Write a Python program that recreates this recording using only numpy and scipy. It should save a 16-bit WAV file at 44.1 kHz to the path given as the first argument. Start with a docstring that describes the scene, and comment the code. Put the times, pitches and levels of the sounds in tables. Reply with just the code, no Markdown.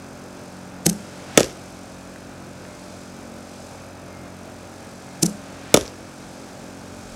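"""Batting practice on an open softball field.

From behind the plate: a humming wheel machine spits two balls, each with a zip and a rubbery knock.
Half a second later the bat cracks and rings close to the microphone, overloading it, and the cage
and fences throw back quick echoes. Cleats scuff the dirt over a dull rush and a light hiss;
a thin squeal comes and goes far off, and a puff of wind reaches the microphone at the end."""
import sys
import numpy as np
from scipy import signal
from scipy.fft import rfft, irfft, next_fast_len
from scipy.io import wavfile
from scipy.ndimage import map_coordinates

SR = 44100
rng = np.random.default_rng(int(sys.argv[2]) if len(sys.argv) > 2 else 0)


def file_out(sig):
    """Save sig as 16-bit WAV at sys.argv[1]."""
    # one column per channel
    cols = np.atleast_2d(sig).T
    # limit, then scale
    lim = np.clip(cols, -1, 1)
    pcm = np.round(lim * 32767).astype(np.int16)
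    wavfile.write(sys.argv[1], SR, pcm)


N = 315315
WHEEL_HZ = 45.79  # turns a second of the machine's wheels
# Bat on ball. Each row: contact in seconds, level in dB, brightness in dB per octave,
# the barrel's hoop mode in dB, the swing's whoosh in dB.
BAT_HITS = [(1.3749, 8, -0.2, -11, -39), (5.7420, 7, -1.5, -44, -54)]
# Sound scattered around the field. Each row: frequency in Hz, relative level in dB.
SCATTER_SPECTRUM = [(90, 13), (200, -4), (320, 14), (550, 9.5), (900, -8.5), (1400, -4.5), (2200, -11),
                    (5500, -20), (11000, -13.5), (16000, -36)]


def amp(db):
    """Decibels to gain."""
    return 10 ** (np.asarray(db) / 20)


def unit(x):
    """Scale to rms 1."""
    return x / np.sqrt(np.mean(x ** 2) + 1e-20)


def clock(count):
    """Seconds for count samples."""
    return np.arange(count) / SR


def colour(x, spectrum):
    """Filter x by a curve of (Hz, dB) points and scale it to rms 1."""
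    points_hz, points_db = np.transpose(spectrum)
    size = next_fast_len(len(x) + SR // 4)
    hz = np.fft.rfftfreq(size, 1 / SR)
    gain = amp(np.interp(np.log(hz + 1), np.log(points_hz), points_db)) * (hz > points_hz[0] / 2)
    return unit(irfft(rfft(x, size) * gain, size)[:len(x)])


def noise(spectrum, count):
    """Coloured noise of rms 1."""
    return colour(rng.standard_normal(count), spectrum)


def cut_bass(x, corner_hz):
    """First-order high-pass."""
    return signal.sosfilt(signal.butter(1, corner_hz, "high", fs=SR, output="sos"), x)


def wobble(rate):
    """A smooth random curve, rate knots a second."""
    coarse = clock(N)[::64]
    knots = rng.standard_normal(N // 100)
    return np.interp(clock(N), coarse, map_coordinates(knots, [coarse * rate], order=2, mode="wrap"))


def add(track, start, x):
    """Mix x into the track from start, in seconds."""
    part = track[max(round(start * SR), 0):][:len(x)]
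    part += x[:len(part)]


def echoed(x, walls, bass_hz, treble_hz):
    """x and its echoes; each surface returns its own share of bass and treble."""
    bass = signal.sosfilt(signal.butter(3, bass_hz, fs=SR, output="sos"), x)
    treble = signal.sosfilt(signal.butter(2, treble_hz, "high", fs=SR, output="sos"), x)
    out = x.copy()
    for delay, bass_db, treble_db in walls:
        add(out, delay, amp(bass_db) * bass + amp(treble_db) * treble)
    return out


def ring(modes, t, attack):
    """Damped modes that build up over the contact time."""
    tones = sum(amp(db - 60 * t / t60) * np.sin(2 * np.pi * hz * t) for hz, db, t60 in modes)
    return tones * (1 - np.exp(-t / attack))


def snap(spectrum, t, decay):
    """A dense click: a noise burst, flattened in spectrum, then faded and coloured."""
    bins = rfft(rng.standard_normal(len(t)) * amp(-60 * t / decay))
    flat = irfft(bins / (np.abs(bins) + 1e-12), len(t))
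    return colour(flat * amp(-10 * t / decay), spectrum)


def field_air(rush_db=-43.5, rise_db_per_s=0.0472, unrest_db=0.66, hiss_lift_db=1.0, throb_db=1.06):
    """The open field's dull rush, and a hiss that swells slowly and throbs with the spinning wheels."""
    # Rush and hiss. Each row: frequency in Hz, relative level in dB.
    rush_spectrum = [(25, -27), (45, 3.5), (75, -5), (110, 4), (250, 1), (470, 0), (650, 1.5), (1000, -6.5),
                     (1400, -6.5), (1950, -13.5), (2450, -12.5), (3200, -19), (8000, -33.5)]
    hiss_spectrum = [(1500, -30), (3200, -1), (5200, 2.5), (6300, 1.5), (8300, 0), (9200, -5),
                     (10200, -6.5), (12300, -16), (13500, -16), (14100, -29), (16000, -32)]
    # The hiss's swells. Each row: time in seconds, relative level in dB.
    swells = [(0, -54), (.55, -52.5), (.8, -55.5), (1.02, -50), (1.7, -51.5), (2.43, -54), (2.9, -50),
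              (3.3, -53.5), (3.66, -49.5), (3.98, -55.5), (5.04, -51.5), (6.03, -52.5), (6.3, -50.5),
              (6.8, -52), (7.15, -49)]
    t = clock(N)
    rush = amp(rush_db + rise_db_per_s * t + unrest_db * wobble(19)) * noise(rush_spectrum, N)
    throb = throb_db * np.cos(2 * np.pi * WHEEL_HZ * t)
    hiss_db = np.interp(t, *np.transpose(swells)) + hiss_lift_db + throb
    return rush + amp(hiss_db) * noise(hiss_spectrum, N)


def machine_hum(motor_hz=53.5, motor_db=-59, flutter_db=2.0, tick_db=-61, drift=0.000882, waver=0.017):
    """The machine hums on multiples of its wheel speed; a wheel ticks once a turn, a fine high buzz."""
    # The hum's outline and the motors' high whine. Each row: frequency in Hz, rms level in dB.
    hum_outline = [(92, -51), (137, -52.5), (183, -48.5), (275, -50), (325, -55.5), (460, -62), (590, -53),
                   (660, -65.5), (770, -59.5), (1100, -68.5), (1300, -63.5), (1600, -65), (1950, -75),
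                   (2550, -69), (2750, -74)]
    whine = [(5060, -67.5), (6191, -70), (6374, -68.5), (7278, -76)]
    # A wheel's tick. Each row: frequency in Hz, relative level in dB, t60 in seconds.
    tick_modes = [(5980, 0, 0.01), (7200, -4, 0.0074), (9240, -1.5, 0.012), (11700, -5.5, 0.0077),
                  (13200, -10, .008)]
    shaft_time = clock(N) + np.cumsum(drift * wobble(2.5)) / SR
    orders_hz = WHEEL_HZ * np.arange(2, 60)
    hum_hz, hum_db = np.transpose(hum_outline)
    orders_db = np.interp(np.log(orders_hz), np.log(hum_hz), hum_db)
    hum = np.zeros(N)
    for hz, db in [(motor_hz, motor_db), *zip(orders_hz, orders_db), *whine]:
        phase = 2 * np.pi * (hz * shaft_time + rng.random())
        phase += waver * np.sqrt(hz) * wobble(7)  # each tone wavers on its way across the field
        hum += amp(db + flutter_db * wobble(2.9)) * np.sqrt(2) * np.sin(phase)
    turns = shaft_time * WHEEL_HZ + 0.0065 * wobble(60)
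    ticks = unit(ring(tick_modes, turns % 1 / WHEEL_HZ, attack=0.00044))
    return hum + amp(tick_db + wobble(2.15) + wobble(40)) * ticks


def pitches(grip_s=0.0035, release_s=0.0018, knock_lead_s=0.00336,
            zip_tail_db=-28, zip_tail_t60=0.39, knock_tail_db=-27, knock_tail_t60=0.31):
    """Rubber grips the ball ever harder and lets go at once; the squeezed tyres spring back and ring."""
    # Balls leaving the wheels. Each row: release in seconds, zip in dB, knock in dB, zip's bass cut in Hz.
    releases = [(0.866, -6, -1.5, 600), (5.2317, -7, -2.2, 2550)]
    # The zip. Each row: frequency in Hz, relative level in dB.
    zip_spectrum = [(300, 8.5), (1200, -17), (2500, -11), (4000, -9), (6000, -1), (8500, -3), (12000, -10),
                    (16000, -32)]
    # Tyres and frame. Each row: frequency in Hz, relative level in dB, t60 in seconds.
    tyre_modes = [(172, -7.5, 0.19), (206.6, -15, 0.34), (269, -13, 0.053), (321.4, -2, 0.053),
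                  (506, -41, 0.026), (690, -25.5, 0.095), (786, -22.5, 0.061)]
    # Echoes off the backstop. Each row: delay in seconds, bass in dB, treble in dB.
    backstop = [(0.0099, -23, -72), (0.0265, -55, -42), (0.0277, -21.5, -21.5), (.0322, -36, -9),
                (0.0618, -22, -40), (0.065, -53, -28)]
    out, t = np.zeros(N), clock(SR)
    run_up_s = 0.5
    since_release = t - run_up_s
    squeeze = np.exp(np.minimum(since_release / grip_s, -since_release / release_s))
    for start, zip_db, knock_db, edge_hz in releases:
        shot = amp(zip_db) * squeeze * cut_bass(noise(zip_spectrum, SR), edge_hz)
        knock = cut_bass(ring(tyre_modes, t, attack=0.0037), corner_hz=45)
        add(shot, run_up_s - knock_lead_s, -amp(knock_db) * knock)
        add(out, start - run_up_s, echoed(shot, backstop, bass_hz=1400, treble_hz=2800))
        zip_tail = amp(zip_db + zip_tail_db - 60 * t / zip_tail_t60) * noise(zip_spectrum, SR)
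        knock_fade = amp(knock_db + knock_tail_db - 60 * t / knock_tail_t60)
        add(out, start, zip_tail + knock_fade * noise(SCATTER_SPECTRUM, SR))
    return out


def flight_and_swing(ball_db=-43, approach_s=0.3, depart_s=0.045, sweep_s=0.03):
    """The spinning ball hisses louder as it nears the plate; the bat whooshes around the contact."""
    # Air past ball and bat. Each row: frequency in Hz, relative level in dB.
    whoosh_spectrum = [(150, 2), (400, 2), (1200, 2.5), (2500, -0.5), (5500, -9), (9000, -18), (15000, -48)]
    envelope, t = np.zeros(N), clock(N)
    for contact, *_, whoosh_db in BAT_HITS:
        flight = np.exp(-np.maximum((contact - t) / approach_s, (t - contact) / depart_s))
        swing = np.exp(-np.abs(t - contact) / sweep_s)
        envelope += amp(ball_db) * flight + amp(whoosh_db) * swing
    return envelope * noise(whoosh_spectrum, N)


def bat_hits(crack_db=-28, thump_lag_s=0.00052, hoop_hz=1880, ground_db=-16.0,
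             scatter_db=-24.5, scatter_t60=0.31, mesh_db=-35, mesh_t60=0.41, spikiness=3.9):
    """A close crack and short ring over the ball's thump; posts and mesh scatter it into tiny echoes."""
    # The barrel's ring, the ball's hollow thump. Each row: frequency in Hz, relative dB, t60 in seconds.
    barrel_modes = [(1257, -14.5, 0.034), (1437, -21, 0.03), (1610, -41, 0.022), (2890, -19, 0.026),
                    (3105, -16.5, 0.024), (3556, -8, 0.021), (5200, -29, 0.031), (5420, -1, 0.0087),
                    (5880, -14, 0.016), (6830, -10, 0.024), (7760, -6.5, 0.016), (9300, -16, 0.016)]
    ball_modes = [(214, 0, 0.022), (279.4, 2, 0.025), (480, 10.5, 0.014), (563, 7, 0.014),
                  (880, -5.5, 0.015)]
    # The crack, and its echoes off wire mesh. Each row: frequency in Hz, relative level in dB.
    crack_spectrum = [(300, -36), (900, -2.5), (1400, -5.5), (2100, -0.5), (3300, -1), (4500, -6),
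                      (5700, 2), (8300, -5.5), (11000, -9), (16000, -47)]
    mesh_spectrum = [(1000, -7), (2500, 5), (4000, 1.5), (5600, 6.5), (7500, 1), (10000, -13), (13000, -27),
                     (16000, -36)]
    # Echoes off the cage and fences. Each row: delay in seconds, bass in dB, treble in dB.
    cage = [(0.013, -16, -56), (0.022, -27, -24), (0.0304, -10, -21), (0.04, -29.5, -38), (0.056, -38, -52),
            (0.066, -42, -49), (0.069, -44, -32.5), (.0865, -32, -57)]
    out, t = np.zeros(N), clock(SR)
    for contact, db, brightness, hoop_db, _ in BAT_HITS:
        crack = amp(crack_db) * snap(crack_spectrum, t, decay=0.0086)
        barrel = [(hz, level + brightness * np.log2(hz / 2500), t60) for hz, level, t60 in barrel_modes]
        barrel.append((hoop_hz, hoop_db, 0.025))  # its strength depends on where the ball lands
        blow = crack + ring(barrel, t, attack=0.00048)
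        add(blow, thump_lag_s, cut_bass(ring(ball_modes, t, attack=0.0034), corner_hz=170))
        heard = echoed(blow, cage, bass_hz=950, treble_hz=2500)
        add(heard, 0.0023, amp(ground_db) * crack)  # echo off the ground
        specks = rng.standard_normal(SR)
        spikes = np.sign(specks) * np.abs(specks) ** spikiness
        mesh = amp(mesh_db + brightness - 60 * t / mesh_t60) * colour(spikes, mesh_spectrum)
        build_up = 1 - np.exp(-t / 0.0033)  # the scattered sound needs time to come back
        scatter = amp(scatter_db - 60 * t / scatter_t60) * build_up * noise(SCATTER_SPECTRUM, SR)
        add(out, contact, amp(db) * (heard + mesh + scatter))
    return out


def cleats(grit_t60=0.0064, scuff_t60=0.015):
    """Grit cracks under the batter's pivoting back foot; cleats scuff the dirt as the feet reset."""
    # Cracks and scuffs. Each row: start in seconds, level in dB.
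    grit_cracks = [(1.4514, -28), (1.46, -31), (1.472, -31), (5.864, -30), (5.879, -28.5)]
    scuffs = [(2.138, -43), (2.16, -35), (2.6505, -32)]
    # Grit and dirt. Each row: frequency in Hz, relative level in dB.
    grit_spectrum = [(1500, -18), (3500, -8), (5600, 9), (7500, -9), (10000, -24), (16000, -40)]
    dirt_spectrum = [(200, -14), (1100, -9), (1600, 14), (2200, 2), (3500, -5), (7000, -18), (15000, -45)]
    out, t = np.zeros(N), clock(SR // 4)
    for start, db in grit_cracks:
        add(out, start, amp(db - 60 * t / grit_t60) * noise(grit_spectrum, len(t)))
    for start, db in scuffs:
        add(out, start, amp(db - 60 * t / scuff_t60) * noise(dirt_spectrum, len(t)))
    return out


def far_squeals():
    """A faint thin tone comes and goes in the distance."""
    # The squeals. Each row: start in seconds, length in seconds, pitch in Hz, rms at the crest in dB.
    squeals = [(2.66, .14, 2105, -61), (4.075, 0.22, 2120, -56), (5.04, .13, 2115, -59)]
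    out = np.zeros(N)
    for start, length, hz, db in squeals:
        t = clock(int(length * SR))
        swell = np.sqrt(np.abs(np.sin(np.pi * t / length)))
        phase = 2 * np.pi * hz * t + 0.5 * wobble(50)[:len(t)]
        add(out, start, amp(db) * np.sqrt(2) * swell * np.sin(phase))
    return out


def wind_puff(full_at_s=7.12, full_db=-38, rise_s=0.062):
    """Wind swells against the microphone with a soft rumble."""
    # The rumble. Each row: frequency in Hz, relative level in dB.
    rumble_spectrum = [(24, -6), (45, 10), (70, -24), (200, -40), (1000, -90)]
    swell = np.exp(np.minimum(clock(N) - full_at_s, 0) / rise_s)
    return amp(full_db) * swell * noise(rumble_spectrum, N)


def scene():
    """Everything at one microphone behind the plate."""
    practice = machine_hum() + pitches() + flight_and_swing() + bat_hits() + cleats()
    return (field_air() + practice + far_squeals() + wind_puff())[None]


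def record(dry, overload=1.3, top_hz=15900):
    """The input overloads on the hits, sheds the deepest bass, clips again and cuts the top treble."""
    overloaded = cut_bass(np.clip(dry[0], -overload, overload), corner_hz=40)
    band_limit = signal.butter(12, top_hz, fs=SR, output="sos")
    return signal.sosfilt(band_limit, np.clip(overloaded, -1, 1))[None]


dry = scene()
out = record(dry)
file_out(out)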